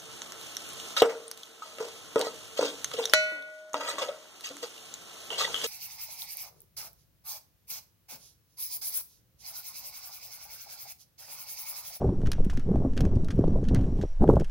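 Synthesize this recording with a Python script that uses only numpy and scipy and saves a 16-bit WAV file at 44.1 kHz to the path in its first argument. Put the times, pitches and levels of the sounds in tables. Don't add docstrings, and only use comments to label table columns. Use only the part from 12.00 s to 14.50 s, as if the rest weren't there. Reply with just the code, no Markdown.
import sys
import numpy as np
from scipy import signal
from scipy.io import wavfile
from scipy.ndimage import uniform_filter1d

SR = 44100
rng = np.random.default_rng(int(sys.argv[2]) if len(sys.argv) > 2 else 0)


def wav_out(sig):
    wavfile.write(sys.argv[1], SR, np.round(np.clip(np.atleast_2d(sig).T, -1, 1) * 32767).astype(np.int16))


def voltage_ratio(level):
    return 10 ** (np.asarray(level, float) / 20)


N = 110250

# (time [s], buffet level [dB], pressure sway level [dB])
GUSTS = [(0, -27, -32.5), (.1, -27, -43), (0.132, -32, -33), (.23, -32, -14), (.36, -38, -28.5),
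         (0.398, -33, -16.5), (.63, -45, -23.5), (0.692, -26.5, -26.5), (.86, -27.5, -22),
         (0.899, -36.5, -21.5), (1.05, -25.5, -18), (1.332, -36, -27), (1.382, -26, -25),
         (1.579, -29.5, -16.5), (1.662, -35.5, -22), (1.732, -24.5, -23), (1.95, -35.5, -22.5),
         (2.052, -31.5, -29.5)]
# (time [s], buffet level [dB], pressure sway level [dB])
CLOSING_RUSH = [
    (2.073, -55, -26.5),
    (2.187, -54, -21),
    (2.21, -19.5, -5),
    (2.242, -27.5, -22),
    (2.273, -27, -28),
    (2.299, -22.5, -16.5),
    (2.42, -27, -25),
    (2.439, -43, -15.5),
    (2.5, -59.5, -24),
]
# (time [s], peak [dB], t60 [s], pitch [Hz])
POPS = [(0.014, -13, 0.073, 490), (0.04, -8, 0.071, 362), (0.088, -13, 0.037, 430),
        (0.214, -23.5, 0.015, 367), (0.23, -15, 0.026, 310), (0.379, -24, 0.023, 520),
        (0.399, -16.5, 0.026, 358), (0.46, -9, 0.025, 175), (0.684, -18, 0.095, 334),
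        (0.754, -10.5, 0.03, 420), (0.817, -19, 0.022, 485), (0.845, -11.5, 0.075, 409),
        (1.002, -16, 0.037, 357), (1.039, -13.5, 0.044, 280), (1.067, -19, 0.015, 402),
        (1.118, -21, 0.03, 420), (1.387, -1, 0.022, 254), (1.436, -7, 0.012, 480), (1.476, -8, .037, 295),
        (1.554, -17.5, 0.077, 464), (1.719, -29, 0.041, 286), (1.986, -18, 0.032, 384),
        (2.032, -8.5, 0.013, 367), (2.047, -23, 0.023, 440), (2.211, -14.5, 0.31, 368),
        (2.231, -1, 0.037, 290), (2.237, -4, 0.026, 610), (2.286, 2.5, 0.055, 362), (2.333, -2, 0.033, 367),
        (2.364, -4.5, 0.043, 540), (2.415, -14, 0.023, 446),
        (0.002, -18, 0.034, 130), (0.264, -13, 0.1, 98), (0.423, -45, 0.02, 280),
         (0.573, -19.5, 0.085, 243), (0.655, -17.5, 0.088, 151), (0.713, -11.5, 0.049, 324),
         (0.789, -28, .05, 109), (0.986, -19.5, 0.14, 179), (1.155, -12, 0.06, 90),
         (1.341, -14, 0.033, 150), (1.407, -11, 0.069, 125), (1.445, -22, 0.074, 60),
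         (1.919, -15, .06, 59.3), (1.626, -15, .03, 340), (1.04, -18, .05, 65), (1.511, -21, 0.046, 300),
         (1.582, -18.5, 0.035, 433), (1.685, -30, 0.077, 140), (1.759, -15, 0.029, 225),
         (1.81, -11.5, 0.11, 116), (1.899, -14.5, 0.12, 69.4), (2.009, -18, 0.099, 144),
         (2.222, -17, 0.047, 247), (2.274, -10, 0.01, 320), (2.303, -9, 0.11, 226),
         (2.295, -4.5, 0.028, 773), (2.306, -6, 0.038, 433), (2.324, -9, 0.073, 310),
         (2.355, -26, 0.026, 272), (2.386, -22, 0.069, 276), (2.402, -11, 0.019, 296),
         (0.232, -15.5, 0.042, 117), (0.526, -31, 0.056, 810), (2.22, -17, .03, 750)]
# (frequency [Hz], density [dB per Hz])
BUFFET_COLOUR = [(32, -38.5), (48, 10.5), (90, 5.5), (167, 1.5), (210, 0), (366, -12.5), (698, -54),
                 (875, -47), (2000, -46.5), (2600, -80)]
# (time [s], peak [dB], tilt [dB per octave], t60 [s])
CLACKS = [(0.2713, -28.5, -5, 0.013), (0.3174, -13.5, 3.5, 0.02), (0.3318, -23.5, 0.1, 0.018),
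          (0.4985, -31, -7.5, 0.0099), (0.5013, -30, 1, 0.021), (0.5054, -41.5, -3.5, 0.051),
          (0.573, -27.5, -2, 0.021), (0.5958, -32.5, 0, 0.03), (0.9761, -23.5, -4, 0.022),
          (1.0067, -19, 0.5, 0.022), (1.052, -31, -4.2, 0.019), (1.285, -32, -5.5, 0.024),
          (1.3049, -32, -5, 0.044), (1.6512, -38.5, -3, 0.025), (1.6856, -29.5, -2.5, 0.035),
          (1.7469, -19.5, 2, 0.016), (1.7564, -35.5, -5, 0.053), (1.8105, -39.5, -2.5, 0.021),
          (2.0135, -34.5, -5.5, 0.043), (2.0254, -37, -3, 0.027), (2.398, -29, -0.5, 0.027),
          (2.4448, -33.5, -1, 0.032)]
# (time [s], peak [dB], tilt [dB per octave])
TICKS = [(0.012, -42.5, 0), (0.227, -60, -9), (1.315, -43, 9), (1.478, -48, -2), (0.216, -40.5, -4),
         (0.2585, -42, -7.5), (0.2612, -33, -4.5), (0.2675, -35.5, 0), (0.448, -48.5, 20.5),
         (0.446, -41, -3.5), (0.534, -40, 7), (0.54, -45, 7), (0.7567, -40.5, -1.5), (0.934, -43, -4),
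         (0.9674, -34, -1), (0.9893, -55, -18), (1.1546, -40.5, 3), (1.2452, -34.5, 4.5),
         (1.358, -54.5, 19), (1.3902, -47, 5), (1.4406, -42, -1.5), (1.6405, -41, -3.5), (1.6947, -49, 0),
         (1.79, -45, -1), (1.839, -52, -10), (2.2772, -42, -11), (2.356, -36.5, 2), (2.4096, -39, -5),
         (2.4974, -42, -3)]
# (frequency [Hz], density [dB per Hz])
GEAR_COLOUR = [(710, -32), (1200, 1), (1670, -2), (2510, -4), (2860, 2.5), (4830, -3.5), (5730, 0),
               (13500, -16), (15500, -33)]
# (frequency [Hz], level [dB], t60 [s])
SHELL_MODES = [(1686, -10, 0.0068), (2380, -57.5, 0.0067), (2934, -18, 0.011), (3246, -24, 0.023),
               (4330, -27.5, .02), (5390, -17.5, 0.008), (6120, -14, 0.0049), (8750, -12.5, 0.0011)]
# (time [s], peak [dB], t60 [s])
SWISHES = [(0.0, -46, .05), (0.5, -49, 0.14), (0.6, -65, 0.27), (0.97, -47, 0.16), (1.3, -52, 0.086),
           (1.5, -64, 0.51), (1.76, -60, 0.44), (1.96, -51, 0.25), (2.07, -64.5, 0.36), (1.82, -66, 0.26),
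           (1.65, -55, .15), (2.46, -54, 0.23), (2.494, -44, .05)]
# (frequency [Hz], density [dB per Hz])
FIELD_COLOUR = [(290, -26), (500, 6.5), (706, 2.5), (1070, -5.5), (2760, -13), (5670, -18), (6270, -18),
                (12300, -25.5), (15500, -69)]
# (frequency [Hz], width [Hz], level [dB])
WHISTLES = [(5550, 170, -78), (5810, 140, -77)]


def rms_one(x):
    return x / np.sqrt(np.mean(x ** 2) + 1e-20)


def at_hz(points, hz):
    table_hz, table_db = np.array(points).T
    return np.interp(np.log(hz), np.log(table_hz), table_db)


def drift(rate_hz):
    r = np.exp(-16 * np.pi * rate_hz / SR)
    slow = signal.lfilter([1], [1, -2 * r, r * r], rng.standard_normal(N // 8 + 4002))[4000:]
    return np.interp(np.arange(N) / 8, np.arange(len(slow)), rms_one(slow - slow.mean()))


def butter(x, hz, kind, order=2):
    return signal.sosfilt(signal.butter(order, hz, kind, fs=SR, output="sos"), x)


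def resonance(x, hz, width_hz):
    r = np.exp(-np.pi * width_hz / SR)
    zeros = np.array([1, 0, -1]) * (1 - r * r) / 2
    return signal.lfilter(zeros, [1, -2 * r * np.cos(2 * np.pi * hz / SR), r * r], x)


def bands(low_hz, count):
    edges = np.minimum(low_hz * 2 ** (np.arange(count + 1) / 2), SR / 2.4)
    return [([a, b], np.sqrt(a * b)) for a, b in zip(edges, edges[1:])]


def bursts(s, db, t60, rise_s=1e-4):
    out, t = np.zeros(N + SR), np.arange(SR // 5) / SR
    for start_s, level_db, t60_s in zip(s, db, t60):
        i = int(start_s * SR)
        decay = voltage_ratio(level_db - 60 * t / max(t60_s, 1e-3))
        out[i:i + len(t)] += decay * (1 - np.exp(-t / rise_s))
    return out[:N]


def wind():
    lull_db, port_top_hz = -43, 1300
    s, buffet_db, sway_db = np.transpose(GUSTS + CLOSING_RUSH)
    t = np.arange(N) / SR
    buffet_db, sway_db = np.interp(t, s, buffet_db), np.interp(t, s, sway_db)
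    flutter = drift(36.6)
    buffet = buffeting(buffet_db, flutter)
    popping, strength = pops()
    shedding = voltage_ratio(np.minimum(buffet_db - lull_db, 0))
    port = butter((buffet + popping) * shedding, port_top_hz, "low", order=4)
    return port + sway(sway_db, flutter) + spray(strength, buffet)


def buffeting(buffet_db, flutter):
    level_db, brighter_per_octave = 5, 0.32
    flutter_db, own_flutter_db, flutter_hz = 0.5, 4, 36.6
    mean_db = buffet_db.mean()
    swing_db = buffet_db - mean_db + flutter_db * flutter
    white = eddies()
    out, power = 0, 0
    for k, (edges, hz) in enumerate(bands(35.29, count=11)):
        bright = 1 + brighter_per_octave * (1 + np.log2(hz / 300))
        band = voltage_ratio(at_hz(BUFFET_COLOUR, hz)) * butter(white[k % 2], edges, "band")
        power += np.mean(band ** 2)
        out = out + band * voltage_ratio(bright * swing_db + own_flutter_db * drift(flutter_hz))
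    return voltage_ratio(mean_db + level_db) * out / np.sqrt(power)


def eddies():
    eddies_per_s, spread_db, smooth_share = 600, 3.2, 0.6
    sizes = voltage_ratio(spread_db * np.minimum(rng.exponential(1, N), 4)) * rng.choice([-1, 1], N)
    grains = rms_one(sizes * (rng.random(N) < eddies_per_s / SR))
    return grains + smooth_share * rng.standard_normal((2, N))


def pops():
    level_db, kick_db, rise_s = -7.5, -6.5, 0.003825
    width_share, top_share = 0.83, 1.91
    events = POPS
    out, strength = np.zeros(N + SR), np.zeros(N + SR)
    white = rng.standard_normal((len(events), SR // 5))
    for (s, db, t60_s, hz), noise in zip(events, white):
        i = int(s * SR)
        envelope = bursts([0], [db + level_db], [t60_s], rise_s)[:len(noise)]
        narrow = 400 / hz
        drive = 6.8 * np.sqrt(narrow) * envelope * noise
        drive[int(rise_s * SR)] += narrow * voltage_ratio(db + kick_db + 34)
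        puff = butter(drive, hz * top_share, "low")
        for _ in range(2):
            puff = resonance(puff, hz, hz * width_share)
        out[i:i + len(puff)] += puff
        strength[i:i + len(puff)] += envelope
    return out[:N], strength[:N]


def sway(sway_db, flutter):
    level_db, flutter_db = -3, 1
    low_hz, top_hz, tilt_hz = 6, 29, 9
    x = butter(rng.standard_normal(N + SR), low_hz, "high")
    x = butter(x, top_hz, "low", order=4)
    x = rms_one(butter(x, tilt_hz, "low", order=1)[SR:])
    x = rms_one(x / uniform_filter1d(x ** 2, size=5000) ** 0.25)
    return x * voltage_ratio(level_db + sway_db + flutter_db * (drift(13.0) + 0.11 * flutter))


def spray(strength, buffet):
    level_db, power, tilt, low_hz = -37.5, 1.63, 0.33, 1200
    hiss = butter(signal.lfilter([1], [1, -tilt], rng.standard_normal(N)), low_hz, "high")
    force = strength + 0.81 * uniform_filter1d(np.abs(buffet), size=400)
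    return voltage_ratio(level_db) * force ** power * hiss


def gear():
    level_db, patchy_db, grit_db, tick_t60_s = -8, 4.5, 1.5, 0.028
    crack_t60_s, crack_rise_s, lows_last_longer = 0.0044, 0.0008, 0.21
    tail_db, tail_rise_s = -5.5, 0.0029
    rustle_db, rustle_t60_s, rustle_swell_s, rustle_tilt_db = -22, 0.41, 0.013, -9
    s, db, tilt, t60 = np.transpose(list(CLACKS) + [(*tick, tick_t60_s) for tick in TICKS])
    patches_db = patchy_db * rng.standard_normal((len(s), 8))
    white = rng.standard_normal((2, N)) * voltage_ratio(grit_db * rng.standard_normal(N))
    rustle = bursts(s, db / 2 - 26.0 + rustle_db, 0 * s + rustle_t60_s, 0.0015)
    rustle = uniform_filter1d(rustle, size=int(rustle_swell_s * SR))
    out, power = 0, 0
    for k, (edges, hz) in enumerate(bands(1203, count=8)):
        band_db = db + patches_db[:, k] + tilt * np.log2(hz / 5000)
        longer = (hz / 5000) ** -lows_last_longer
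        crack = bursts(s, band_db, 0 * s + crack_t60_s * longer, crack_rise_s)
        tail = bursts(s, band_db + tail_db, t60 * longer, tail_rise_s)
        shape = crack + tail + rustle * voltage_ratio(rustle_tilt_db * np.log2(hz / 3000))
        colour_db = at_hz(GEAR_COLOUR, hz)
        out = out + voltage_ratio(colour_db) * butter(white[k % 2] * shape, edges, "band")
        power += voltage_ratio(2 * colour_db) * (edges[1] - edges[0]) / SR * 2
    return voltage_ratio(level_db) * out / np.sqrt(power) + shell(s, db, tilt)


def shell(s, db, tilt):
    spread_db = 1
    out, luck = 0, rng.standard_normal((len(s), len(SHELL_MODES)))
    for (hz, mode_db, t60_s), mode_luck in zip(SHELL_MODES, luck.T):
        clicks = np.zeros(N) + 1e-18
        hit_db = db + mode_db + tilt * np.log2(hz / 5000) + spread_db * mode_luck
        clicks[(s * SR).astype(int) + 8] = voltage_ratio(hit_db)
        r, w = voltage_ratio(-60 / (t60_s * SR)), 2 * np.pi * hz / SR
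        out = out + signal.lfilter([0, np.sin(w)], [1, -2 * r * np.cos(w), r * r], clicks)
    return out


def swish():
    rise_s, low_hz, top_hz, blades_per_s = 0.041, 900, 3000, 1500
    grains = rng.standard_normal(N) * (rng.random(N) < blades_per_s / SR)
    grains = butter(butter(grains, low_hz, "high"), top_hz, "low", order=1)
    return rms_one(grains) * bursts(*np.transpose(SWISHES), rise_s)


def field():
    level_db, patchy_db, patchy_hz = -62, 1.2, 9.8
    white = rng.standard_normal((2, N))
    hiss = 0
    for k, (edges, hz) in enumerate(bands(361, count=11)):
        band_db = at_hz(FIELD_COLOUR, hz) + patchy_db * drift(patchy_hz)
        hiss = hiss + voltage_ratio(band_db) * butter(white[k % 2], edges, "band")
    return voltage_ratio(level_db) * rms_one(hiss)


def whistles():
    flicker_db, flicker_hz, end_s = 2.5, 4, 2.17
    out = 0
    for hz, width_hz, db in WHISTLES:
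        tone = resonance(resonance(rng.standard_normal(N), hz, width_hz), hz, width_hz)
        out = out + voltage_ratio(db + flicker_db * drift(flicker_hz)) * rms_one(tone)
    return out * np.clip((end_s - np.arange(N) / SR) * 20, 0.3, 1)


def scene():
    treble_db, treble_hz, bass_db, bass_hz = -22.5, 11000, -36, 45
    air = wind()
    bright = gear() + swish() + field() + whistles()
    side = voltage_ratio(treble_db) * butter(np.roll(bright, 40), treble_hz, "high", order=1)
    side = side + voltage_ratio(bass_db) * butter(np.roll(air, 900), bass_hz, "low", order=1)
    return air + bright + side * np.array([[1], [-1]])


def top_cut(x):
    return signal.sosfilt(signal.butter(12, 15820, fs=SR, output="sos"), x)


def record(dry):
    top_hz = 15300
    mix = signal.sosfilt(signal.ellip(8, 0.3, 50, top_hz, fs=SR, output="sos"), dry)
    return top_cut(mix)


dry = scene()
out = record(dry)
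wav_out(out)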